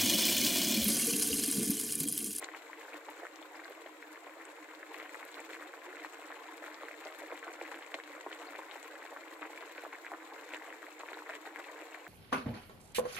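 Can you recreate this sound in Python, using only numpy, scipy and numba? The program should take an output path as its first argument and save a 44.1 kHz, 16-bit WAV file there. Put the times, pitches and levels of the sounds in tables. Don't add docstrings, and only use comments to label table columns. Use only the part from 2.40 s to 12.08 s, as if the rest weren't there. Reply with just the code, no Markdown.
import sys
import numpy as np
from scipy import signal
from scipy.fft import rfft, irfft, next_fast_len
from scipy.io import wavfile
from scipy.ndimage import uniform_filter1d
from numba import njit

SR = 44100
rng = np.random.default_rng(int(sys.argv[2]) if len(sys.argv) > 2 else 0)


def linear_from_db(decibels):
    return 10 ** (np.asarray(decibels, float) / 20)


def pcm_store(signal):
    levels = np.round(np.clip(np.atleast_2d(signal), -1, 1) * 32767)
    wavfile.write(sys.argv[1], SR, levels.astype(np.int16).T)


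N = 426888
STRONG_DB = -33

# [peak_s, peak_db, pitch_hz]
POPS = [(0.0262, -42.5, 2020), (0.032, -48, 1900), (0.0343, -48, 2400), (0.038, -51, 2600),
        (0.04, -50, 3300), (0.0437, -26.5, 6850), (0.045, -33, 4300), (0.0879, -29, 1860),
        (0.1382, -40, 1110), (0.1447, -36.5, 910), (0.1482, -30, 2100), (0.299, -38, 930),
        (0.3317, -30.5, 1860), (0.5425, -35.5, 720), (0.6869, -33.5, 930), (0.703, -38, 11700),
        (0.7784, -41, 7550), (0.821, -36, 705), (0.8318, -33, 606), (0.852, -31, 1410), (0.8682, -42, 8000),
        (0.8684, -32, 2080), (0.959, -40, 5660), (0.963, -51, 13320), (0.991, -43, 1100),
        (1.027, -45, 3370), (1.0178, -45, 7900), (1.1456, -42, 1690), (1.194, -42, 1500),
        (1.219, -41, 1400), (1.24, -42, 2030), (1.2463, -41, 4400), (1.2562, -34, 1550),
        (1.2978, -40, 13000), (1.307, -35.5, 530), (1.4603, -35.5, 580), (1.6266, -33.5, 2020),
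        (1.729, -43, 9800), (1.8682, -38, 610), (1.9374, -48, 13200), (2.013, -38, 1960),
        (2.0163, -51, 12260), (2.053, -37, 8320), (2.288, -39, 1620), (2.43, -30.5, 1740),
        (2.515, -41, 960), (2.5438, -28.5, 2170), (2.6009, -36, 2180), (2.627, -38, 600), (2.66, -36, 1960),
        (2.6939, -35.5, 2040), (2.7452, -30.5, 1930), (2.751, -42, 12500), (2.7542, -36, 1200),
        (2.7605, -44, 8500), (2.8288, -30.5, 2020), (2.8516, -38, 11520), (2.9166, -37, 7350),
        (2.9432, -31, 3900), (2.9697, -41, 1850), (2.994, -34, 2200), (3.0008, -38, 720),
        (3.0037, -31.5, 7800), (3.1338, -31.5, 2170), (3.1453, -37, 1920), (3.1515, -34, 2150),
        (3.2244, -32, 1610), (3.338, -34, 1500), (3.5064, -37, 1900), (3.5281, -37, 1690),
        (3.569, -32.5, 1940), (3.621, -37, 2000), (3.6474, -30, 1060), (3.648, -32, 1720),
        (3.7256, -36, 7400), (3.877, -46, 8600), (3.9038, -34, 920), (3.9247, -34.5, 1750),
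        (4.1876, -46, 7700), (4.2234, -36, 704), (4.241, -39, 7100), (4.2414, -33, 1750),
        (4.281, -32, 1580), (4.345, -39, 5100), (4.434, -33.5, 1120), (4.4368, -39, 400),
        (4.485, -29, 1900), (4.5129, -32, 2210), (4.531, -38, 2060), (4.541, -42, 2000),
        (4.6123, -47, 14000), (4.6165, -39, 1140), (4.6518, -42, 5440), (4.6566, -33, 564),
        (4.6629, -34.5, 720), (4.669, -37, 1500), (4.6873, -41, 2070), (4.7017, -52, 1500),
        (4.7117, -45, 12100), (4.736, -53, 1510), (4.788, -35, 13100), (4.813, -42, 2100),
        (4.8313, -39, 450), (4.836, -37, 556), (4.916, -32, 2220), (4.9228, -28.5, 647), (4.927, -37, 360),
        (4.9291, -38, 1160), (4.957, -38, 2170), (4.9667, -44, 13640), (4.9916, -36, 7340),
        (5.0287, -32, 1920), (5.0337, -38, 1610), (5.044, -44, 1500), (5.0445, -43, 8000),
        (5.047, -45, 1520), (5.0688, -34.5, 875), (5.0799, -32, 1170), (5.108, -39, 696),
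        (5.129, -44, 9100), (5.135, -46, 7500), (5.1374, -39, 6050), (5.1387, -38.5, 604),
        (5.213, -29, 2370), (5.2152, -28, 720), (5.2778, -36, 2080), (5.316, -32, 1700), (5.322, -36, 1020),
        (5.3441, -44, 3080), (5.465, -37, 7400), (5.519, -37, 1820), (5.5422, -36, 2320),
        (5.543, -44, 1100), (5.5433, -39, 9900), (5.5441, -27, 550), (5.5523, -42, 514),
        (5.5882, -37, 1180), (5.6005, -32, 1900), (5.8014, -44, 7700), (5.8118, -33, 7200),
        (5.864, -25.5, 810), (5.871, -32.5, 965), (5.8987, -47, 12390), (5.9148, -36, 1690),
        (5.929, -32.5, 3020), (5.9482, -41, 8460), (6.0254, -37, 1000), (6.134, -36, 1420),
        (6.145, -43, 2190), (6.1521, -34, 1730), (6.1503, -45, 457), (6.168, -46, 2520),
        (6.1775, -48, 2200), (6.184, -46, 2380), (6.191, -31.5, 910), (6.2026, -45, 950), (6.24, -52, 2000),
        (6.286, -42, 1900), (6.314, -41, 3780), (6.3578, -35, 840), (6.4244, -49, 6980),
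        (6.4293, -32, 7500), (6.719, -34, 534), (6.7256, -32, 616), (6.7323, -34, 805), (6.7637, -35, 1200),
        (6.7713, -32, 1720), (6.9903, -46, 12940), (7.016, -35.5, 520), (7.0234, -39, 2580),
        (7.023, -36, 1170), (7.029, -34, 1230), (7.0305, -33, 2090), (7.0397, -40, 1850),
        (7.1767, -30.5, 2270), (7.225, -36, 1060), (7.3801, -30.5, 2300), (7.3834, -39, 500),
        (7.437, -33, 680), (7.451, -33.5, 1100), (7.465, -34, 580), (7.5285, -33.5, 1940),
        (7.5489, -34, 2000), (7.5541, -37, 2000), (7.648, -34, 1710), (7.6657, -27.5, 2130),
        (7.675, -37, 2200), (7.7117, -38, 2100), (7.7177, -28, 880), (7.7205, -38, 610), (7.731, -33, 550),
        (7.737, -28, 1430), (7.7397, -43, 393), (7.7453, -37, 1200), (7.9245, -35.5, 830),
        (8.1063, -38, 2230), (8.1372, -27, 2520), (8.1368, -36, 530), (8.1467, -35, 2140),
        (8.163, -31, 1930), (8.168, -37, 7160), (8.1716, -41, 1880), (8.1205, -45, 1700),
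        (8.2155, -42, 900), (8.2218, -37, 1920), (8.303, -37, 2070), (8.3268, -32, 1730),
        (8.254, -41, 1050), (8.4289, -33.5, 1580), (8.467, -35, 2000), (8.484, -40, 790),
        (8.527, -39, 6940), (8.594, -36.5, 6900), (8.6343, -33, 1050), (8.6869, -29, 2100),
        (8.718, -32, 740), (8.732, -33, 1940), (8.743, -41, 3780), (8.748, -38, 1600), (8.7722, -35, 840),
        (8.7897, -35, 1630), (8.822, -36, 990), (8.868, -36, 1810), (8.893, -30, 1690),
        (8.898, -25.5, 1740), (8.9007, -39, 680), (8.908, -36, 2460), (8.923, -45, 1710),
        (8.937, -30, 2250), (8.9535, -36, 2100), (8.9526, -35, 7600), (8.963, -45, 1900),
        (9.056, -35, 1620), (9.075, -36.5, 425), (9.16, -30, 1900), (9.1723, -43, 2240), (9.187, -40, 920),
        (9.188, -38, 2030), (9.1976, -35, 1230), (9.2434, -37, 2450), (9.2983, -41, 1030),
        (9.3157, -43, 470), (9.4202, -38, 500), (9.4307, -41, 550), (9.5463, -30.5, 2100),
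        (9.6669, -32, 1670)]
RING_CYCLES, RING_PITCH_POWER, RING_PER_DB = 1.47, 0.49, 0.0524
SPIT_HZ, SPIT_CYCLES = 4200, 2.1


def pops():
    s, peak_db, hz = np.transpose(POPS)
    softness = np.exp(-RING_PER_DB * (peak_db - STRONG_DB))
    cycles = RING_CYCLES * (hz / 1500) ** RING_PITCH_POWER * softness
    cycles = np.where(hz > SPIT_HZ, np.minimum(cycles, SPIT_CYCLES), cycles)

    chance = rng.random((len(s), 3, 4))
    drop_s = (s[:, None] + 0.026 * chance[:, 0] - 0.007).ravel()
    drop_hz = (hz[:, None] * 2 ** (2.84 * chance[:, 1] - 1.8)).ravel()
    octaves_off = np.abs(np.log2(drop_hz / np.repeat(hz, 4)))
    drop_db = np.repeat(peak_db, 4) - 14 - 3 * octaves_off - 5 * (drop_hz > 2600)
    drop_cycles = 0.8 + 1.6 * chance[:, 2].ravel()

    tear_s, tear_hz, tear_db = s - 0.5 / hz, 0.8 * hz, peak_db - 12
    tear_cycles = np.full(len(s), 0.5)
    return heard_bursts(np.r_[s, drop_s, tear_s], np.r_[hz, drop_hz, tear_hz],
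                        np.r_[peak_db, drop_db, tear_db], np.r_[cycles, drop_cycles, tear_cycles], glide=0.006)


def surge(fade_s):
    s, peak_db, hz = np.transpose(POPS)
    marks = np.bincount((s * SR).astype(int), linear_from_db(peak_db - STRONG_DB) * (hz < 5000), N)
    swell = signal.lfilter([1], [1, -np.exp(-1 / (fade_s * SR))], marks)
    return np.minimum(swell, 2.5)


def bubbling(level_db):
    plops = swarm(count=4000, lo_hz=245, hi_hz=4150, spread_db=2.5, most_db=8.5,
                  cluster_db=2.5, cluster_rate_hz=60, cycles=0.78, glide=0.036)
    return heard(plops, level_db)


# [start_s, length_s, swell_db]
GURGLES = [(0.019, 0.016, 12.5), (0.12, 0.1, 6), (0.524, 0.042, 4.5), (0.674, 0.043, 4.5),
           (0.833, 0.044, 3), (1.457, 0.022, 5), (2.311, 0.035, 6), (2.51, 0.023, 9.5), (2.56, .08, 6),
           (2.958, 0.045, 6), (3.094, 0.084, 4), (3.2, 0.023, 8), (3.455, 0.027, 2), (3.594, 0.066, 4),
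           (3.9, 0.045, -0.5), (4.224, 0.06, 3), (4.41, 0.029, 5), (4.642, 0.024, 0), (4.807, 0.048, 4.5),
           (4.915, 0.034, 1), (5.016, .037, 9), (5.06, 0.038, 6), (5.22, 0.041, 4.5), (5.31, 0.085, 3),
           (5.577, 0.021, 5), (5.997, 0.044, 7), (6.15, 0.053, 7), (6.34, 0.039, 1), (6.619, 0.044, 6),
           (6.72, 0.088, -2.5), (7.01, 0.055, 5.5), (7.098, 0.051, 3.5), (7.2, 0.042, 5), (7.52, 0.022, 9),
           (7.707, 0.011, -1), (8.12, 0.029, 6), (8.278, .055, 4), (8.414, .06, 2), (8.593, 0.026, 10),
           (8.712, 0.045, 3), (8.883, 0.12, 1.5), (9.045, 0.035, 8), (9.165, 0.042, 3.5), (9.282, 0.022, 6),
           (9.404, 0.026, 10)]


def churn(edge_s):
    start_s, length_s, swell_db = np.transpose(GURGLES)
    edges_s = np.r_[start_s, start_s + length_s]
    steps = np.bincount((edges_s * SR).astype(int), np.r_[swell_db, -swell_db], N)
    return uniform_filter1d(np.cumsum(steps), int(edge_s * SR))


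# [middle_s, half_length_s, change_db]
LULLS = [(0.095, 0.028, -2), (0.238, 0.14, -5.5), (0.627, 0.03, -12), (0.893, 0.023, -17),
         (1.088, 0.024, -15), (1.613, 0.15, -9.5), (1.8, 0.013, -23), (1.93, 0.02, -14), (2.195, 0.11, -1),
         (2.37, 0.023, -7), (2.466, 0.018, -7), (3.03, 0.048, -2.5), (3.286, 0.023, -2.5),
         (3.715, 0.015, -10), (4.367, 0.03, -7), (5.012, 0.023, -19), (5.16, 0.024, -4.5),
         (5.643, 0.028, -12), (5.847, 0.03, -5), (6.41, 0.033, -2), (7.582, 0.15, -4), (7.704, 0.011, -8),
         (8.393, 0.015, -4), (8.538, 0.061, -13.5), (9.01, 0.044, -6.5), (9.46, 0.046, -2),
         (9.632, 0.015, -10)]


def lull(t):
    return sum(db * np.exp(-((t - middle_s) / half_s) ** 2) for middle_s, half_s, db in LULLS)


# [time_s, level_db]
BOIL = [(0.0, -53), (1.35, -52.5), (1.7, -52), (2.34, -55), (2.75, -51.5), (3.12, -52.5), (5.44, -50.5),
        (5.53, -51), (8.68, -52.5), (8.79, -52), (9.68, -52)]


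def boil_drive(t):
    steady_db = np.interp(t, *np.transpose(BOIL))
    rush_db = 0.9 * surge(fade_s=0.012)
    return steady_db + rush_db + churn(edge_s=0.012) + lull(t) + 0.14 * walk(21)


def strays(level_db):
    plops = swarm(count=2000, lo_hz=431, hi_hz=2920, spread_db=5.0, most_db=5.5,
                  cluster_db=2.5, cluster_rate_hz=45, cycles=1.52, glide=0.027)
    return heard(plops, level_db)


# [peak_s, peak_db]
SPLASHES = [(0.0357, -34), (0.04, -35), (0.043, -40), (0.412, -41), (0.447, -43), (0.564, -46),
            (0.6902, -40), (0.9158, -50), (1.0254, -42), (2.35, -39), (2.543, -41), (2.628, -39),
            (2.648, -43), (2.9433, -37), (3.106, -38), (3.147, -42), (4.343, -38), (4.4019, -47),
            (4.612, -41), (4.6507, -47), (4.6699, -34.5), (4.725, -39), (4.9003, -44), (4.9763, -37),
            (4.995, -41), (5.2125, -45), (5.3432, -37), (5.424, -37), (5.5424, -23.5), (5.6372, -36.5),
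            (5.809, -38), (5.917, -38), (5.9272, -33), (5.999, -43), (6.133, -43), (6.3122, -34),
            (6.7695, -46), (7.0224, -48), (7.1764, -43), (7.3504, -40), (7.5268, -54), (8.1355, -39),
            (8.1456, -30), (8.518, -43), (8.5999, -35.5), (8.686, -42), (8.7315, -40), (8.906, -44),
            (8.934, -37), (8.952, -33), (9.242, -40)]
SPLASH_HZ, SPLASH_CYCLES = 3300, 1
SPRAY_S, SPRAY_DB = 0.013, -9


def splashes():
    s, peak_db = np.transpose(SPLASHES)
    hz = SPLASH_HZ * 2 ** (0.13 * rng.standard_normal(len(s)))
    chance = rng.random((len(s), 2, 10))
    spray_s = (s[:, None] + SPRAY_S * chance[:, 0]).ravel()
    spray_hz = (hz[:, None] * 2 ** (1.8 * chance[:, 1] - 0.6)).ravel()
    spray_db = (peak_db[:, None] + SPRAY_DB - 8 * chance[:, 0]).ravel()
    spray_db = spray_db - 6 * np.log2(spray_hz / SPLASH_HZ)
    all_s = np.r_[s, s, spray_s]
    all_hz = np.r_[hz, 2.1 * hz, spray_hz]
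    all_db = np.r_[peak_db, peak_db - 19, spray_db]
    return heard_bursts(all_s, all_hz, all_db, np.full(len(all_s), SPLASH_CYCLES), glide=0.006)


# [peak_s, peak_db, pitch_hz, ring_cycles]
SQUEAKS = [(1.158, -57, 4900, 26), (3.474, -48.5, 356, 17), (6.072, -52, 4320, 54), (6.084, -56, 3800, 30)]


def squeaks():
    s, peak_db, hz, cycles = np.transpose(SQUEAKS)
    return heard_bursts(s, hz, peak_db, cycles, glide=0.0034)


def froth(level_db):
    ticks = swarm(count=9000, lo_hz=3250, hi_hz=16000, spread_db=2.0, most_db=10.5,
                  cluster_db=3.5, cluster_rate_hz=90, cycles=0.66, glide=0.008)
    return heard(ticks, level_db)


# [time_s, level_db]
FROTH = [(0.0, -66.5), (0.38, -70), (2.08, -72), (2.59, -69.5), (4.58, -69), (9.68, -69.5)]


def froth_drive(t, boil_db):
    return np.interp(t, *np.transpose(FROTH)) + 0.28 * (boil_db - boil_db.mean())


def flame():
    left, right = rfft(rng.standard_normal((2, N)))
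    hiss = irfft(pair(left, right, np.arange(N // 2 + 1) * SR / N), N)
    return heard(hiss, -58.5)


# [mode_hz, width_hz, gain_db]
PAN = [(310.3, 10, 7.5), (326, 10.3, 7.5), (464.4, 21, 3.5), (554, 13, -1), (1048, 125, -2.5),
       (2020, 350, -9.5)]


def pan(x, share):
    ring = 0
    for hz, width_hz, gain_db in PAN:
        ring = ring + linear_from_db(gain_db) * signal.lfilter(*signal.iirpeak(hz, hz / width_hz, fs=SR), x)
    return x + share * ring


WALL_T60_S, WALL_DB, WALL_DELAY_S = 0.07, -6.5, 0.0015


def wall(x):
    hop, size, t = 1024, 8192, np.arange(4096) / SR
    starts = np.arange(0, N, hop)
    noise = rng.standard_normal((2, len(starts), len(t)))
    decay = linear_from_db(-60 * t / WALL_T60_S) * (t > WALL_DELAY_S)
    left, right = rfft(noise * decay, size)
    tail = pair(left, right, np.arange(size // 2 + 1) * SR / size)
    tail = tail * linear_from_db(WALL_DB) / np.sqrt(np.mean(np.abs(tail) ** 2))
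    padded = np.pad(x, ((0, 0), (hop, 2 * hop)))
    blocks = padded[:, starts[:, None] + np.arange(2 * hop)] * np.hanning(2 * hop)
    echoes = irfft(rfft(blocks, size) * tail, size)
    out = np.zeros((2, N + size))
    for start, echo in zip(starts, echoes.transpose(1, 0, 2)):
        out[:, start:start + size] += echo
    return x + out[:, hop:hop + N]


ALIKE_HZ = 800


def pair(left, right, hz):
    apart = hz ** 2 / (hz ** 2 + ALIKE_HZ ** 2)
    return np.array([left + apart * right, left - apart * right]) / np.sqrt(1 + apart ** 2)


def walk(rate_hz):
    k = int(SR / rate_hz)
    held = np.repeat(rng.standard_normal(N // k + 1), k)
    return 2.0 * uniform_filter1d(uniform_filter1d(held, k), k)[:N]


@njit
def grains(at, hz, peak, phase, cycles, glide, length):
    y = np.zeros(length)
    for k in range(len(at)):
        rise = cycles[k] * SR / hz[k] / 2.4
        first = int(at[k] - rise) + 1
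        for i in range(max(first, 0), min(first + int(7 * rise) + 1, length)):
            u = (i - at[k]) / rise + 1
            turn = (i - at[k]) * hz[k] / SR
            tone = np.cos(2 * np.pi * turn * (1 + glide * turn / 2) + phase[k])
            y[i] += peak[k] * u * np.exp(1 - u) * tone
    return y


PORT_LAG_S, LAG_SPREAD_S = 0.00009, 0.000035


def burst(s, hz, peak, cycles, glide):
    lag_chance, lean_chance, phase_chance = rng.standard_normal((len(s), 3)).T
    lag_s = PORT_LAG_S + LAG_SPREAD_S * lag_chance
    hz = np.minimum(hz, 0.4 * SR)
    lean_db = 1.3 * np.minimum(hz / 2000, 1) * lean_chance
    return np.array([grains((s + side * lag_s / 2) * SR, hz, peak * linear_from_db(side * lean_db),
                            np.pi * phase_chance, cycles, 1.0 * glide, N) for side in (1, -1)])


def swarm(count, lo_hz, hi_hz, spread_db, most_db, cluster_db, cluster_rate_hz, cycles, glide):
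    time, pitch, size, length = rng.random((count, 4)).T
    hz = lo_hz * (hi_hz / lo_hz) ** pitch
    level_db = cluster_db * walk(cluster_rate_hz)[(time * N).astype(int)] - spread_db * np.log(1 - size)
    size_db = most_db * np.tanh(level_db / most_db)
    ring = cycles * 2 ** (2.0 * length ** 2)
    return burst(time * N / SR, hz, hz * linear_from_db(size_db) / np.sqrt(ring), ring, glide)


def heard_bursts(s, hz, peak_db, cycles, glide):
    peak = linear_from_db(peak_db) / linear_from_db(port_db(hz)).mean(axis=0)
    return heard(burst(s, hz, peak, cycles, glide), None)


# [freq_hz, left_db, right_db]
PORTS = [(325, -1.5, 1), (720, 0.5, 1.5), (1200, -1.5, -7), (1484, -2, 0), (2250, -1, -6), (2630, -5, -9.5),
         (3030, -9, -13.5), (4170, -8.5, -20), (4720, -15, -31), (5640, -16.5, -21.5), (6260, -16.5, -22.5),
         (7080, -14, -11), (7810, -11, -14.5), (9570, -36, -24), (9340, -20, -26), (13900, -16.5, -29.5),
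         (16700, -27.5, -26)]


def port_db(hz):
    at_hz, left_db, right_db = np.transpose(PORTS)
    return np.array([np.interp(np.log(hz + 1), np.log(at_hz), side) for side in (left_db, right_db)])


def heard(x, level_db):
    size = next_fast_len(N + 4096)
    cepstrum = irfft(np.log(linear_from_db(port_db(np.arange(1025) * SR / 2048))))
    cepstrum[:, 1:1024] *= 2
    cepstrum[:, 1025:] = 0
    response = irfft(np.exp(rfft(cepstrum)))
    y = irfft(rfft(x, size) * rfft(response, size), size)[:, :N]
    if level_db is None:
        return y
    return y * linear_from_db(level_db) / np.std(y.mean(axis=0))


def scene():
    t = np.arange(N) / SR
    boil_db = boil_drive(t)
    stray_db = boil_db - 0.5 * (boil_db - boil_db.mean()) - 4.0
    big = pops() + splashes() + squeaks() + strays(stray_db)
    boil = pan(bubbling(boil_db - 6.0), share=0.95) + pan(big, share=0.24)
    crackle = froth(froth_drive(t, boil_db) + 8.5)
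    return wall(boil + crackle + pan(flame(), share=1.62))


def band_limit(x):
    return signal.sosfilt(signal.butter(12, 15760, fs=SR, output="sos"), x)


BASS_CUT_HZ, TOP_HZ, FLOOR_HZ = 288, 15750, 52


def record(dry):
    bass_cut = signal.cheby1(6, 1.2, BASS_CUT_HZ, "highpass", fs=SR, output="sos")
    floor_band = signal.butter(4, FLOOR_HZ, fs=SR, output="sos")
    top_cut = signal.ellip(8, 0.2, 70, TOP_HZ, fs=SR, output="sos")
    low_floor = linear_from_db(-87) * signal.sosfilt(floor_band, rng.standard_normal(N))
    mix = signal.sosfilt(top_cut, signal.sosfilt(bass_cut, dry) + low_floor)
    return band_limit(mix)


dry = scene()
out = record(dry)
pcm_store(out)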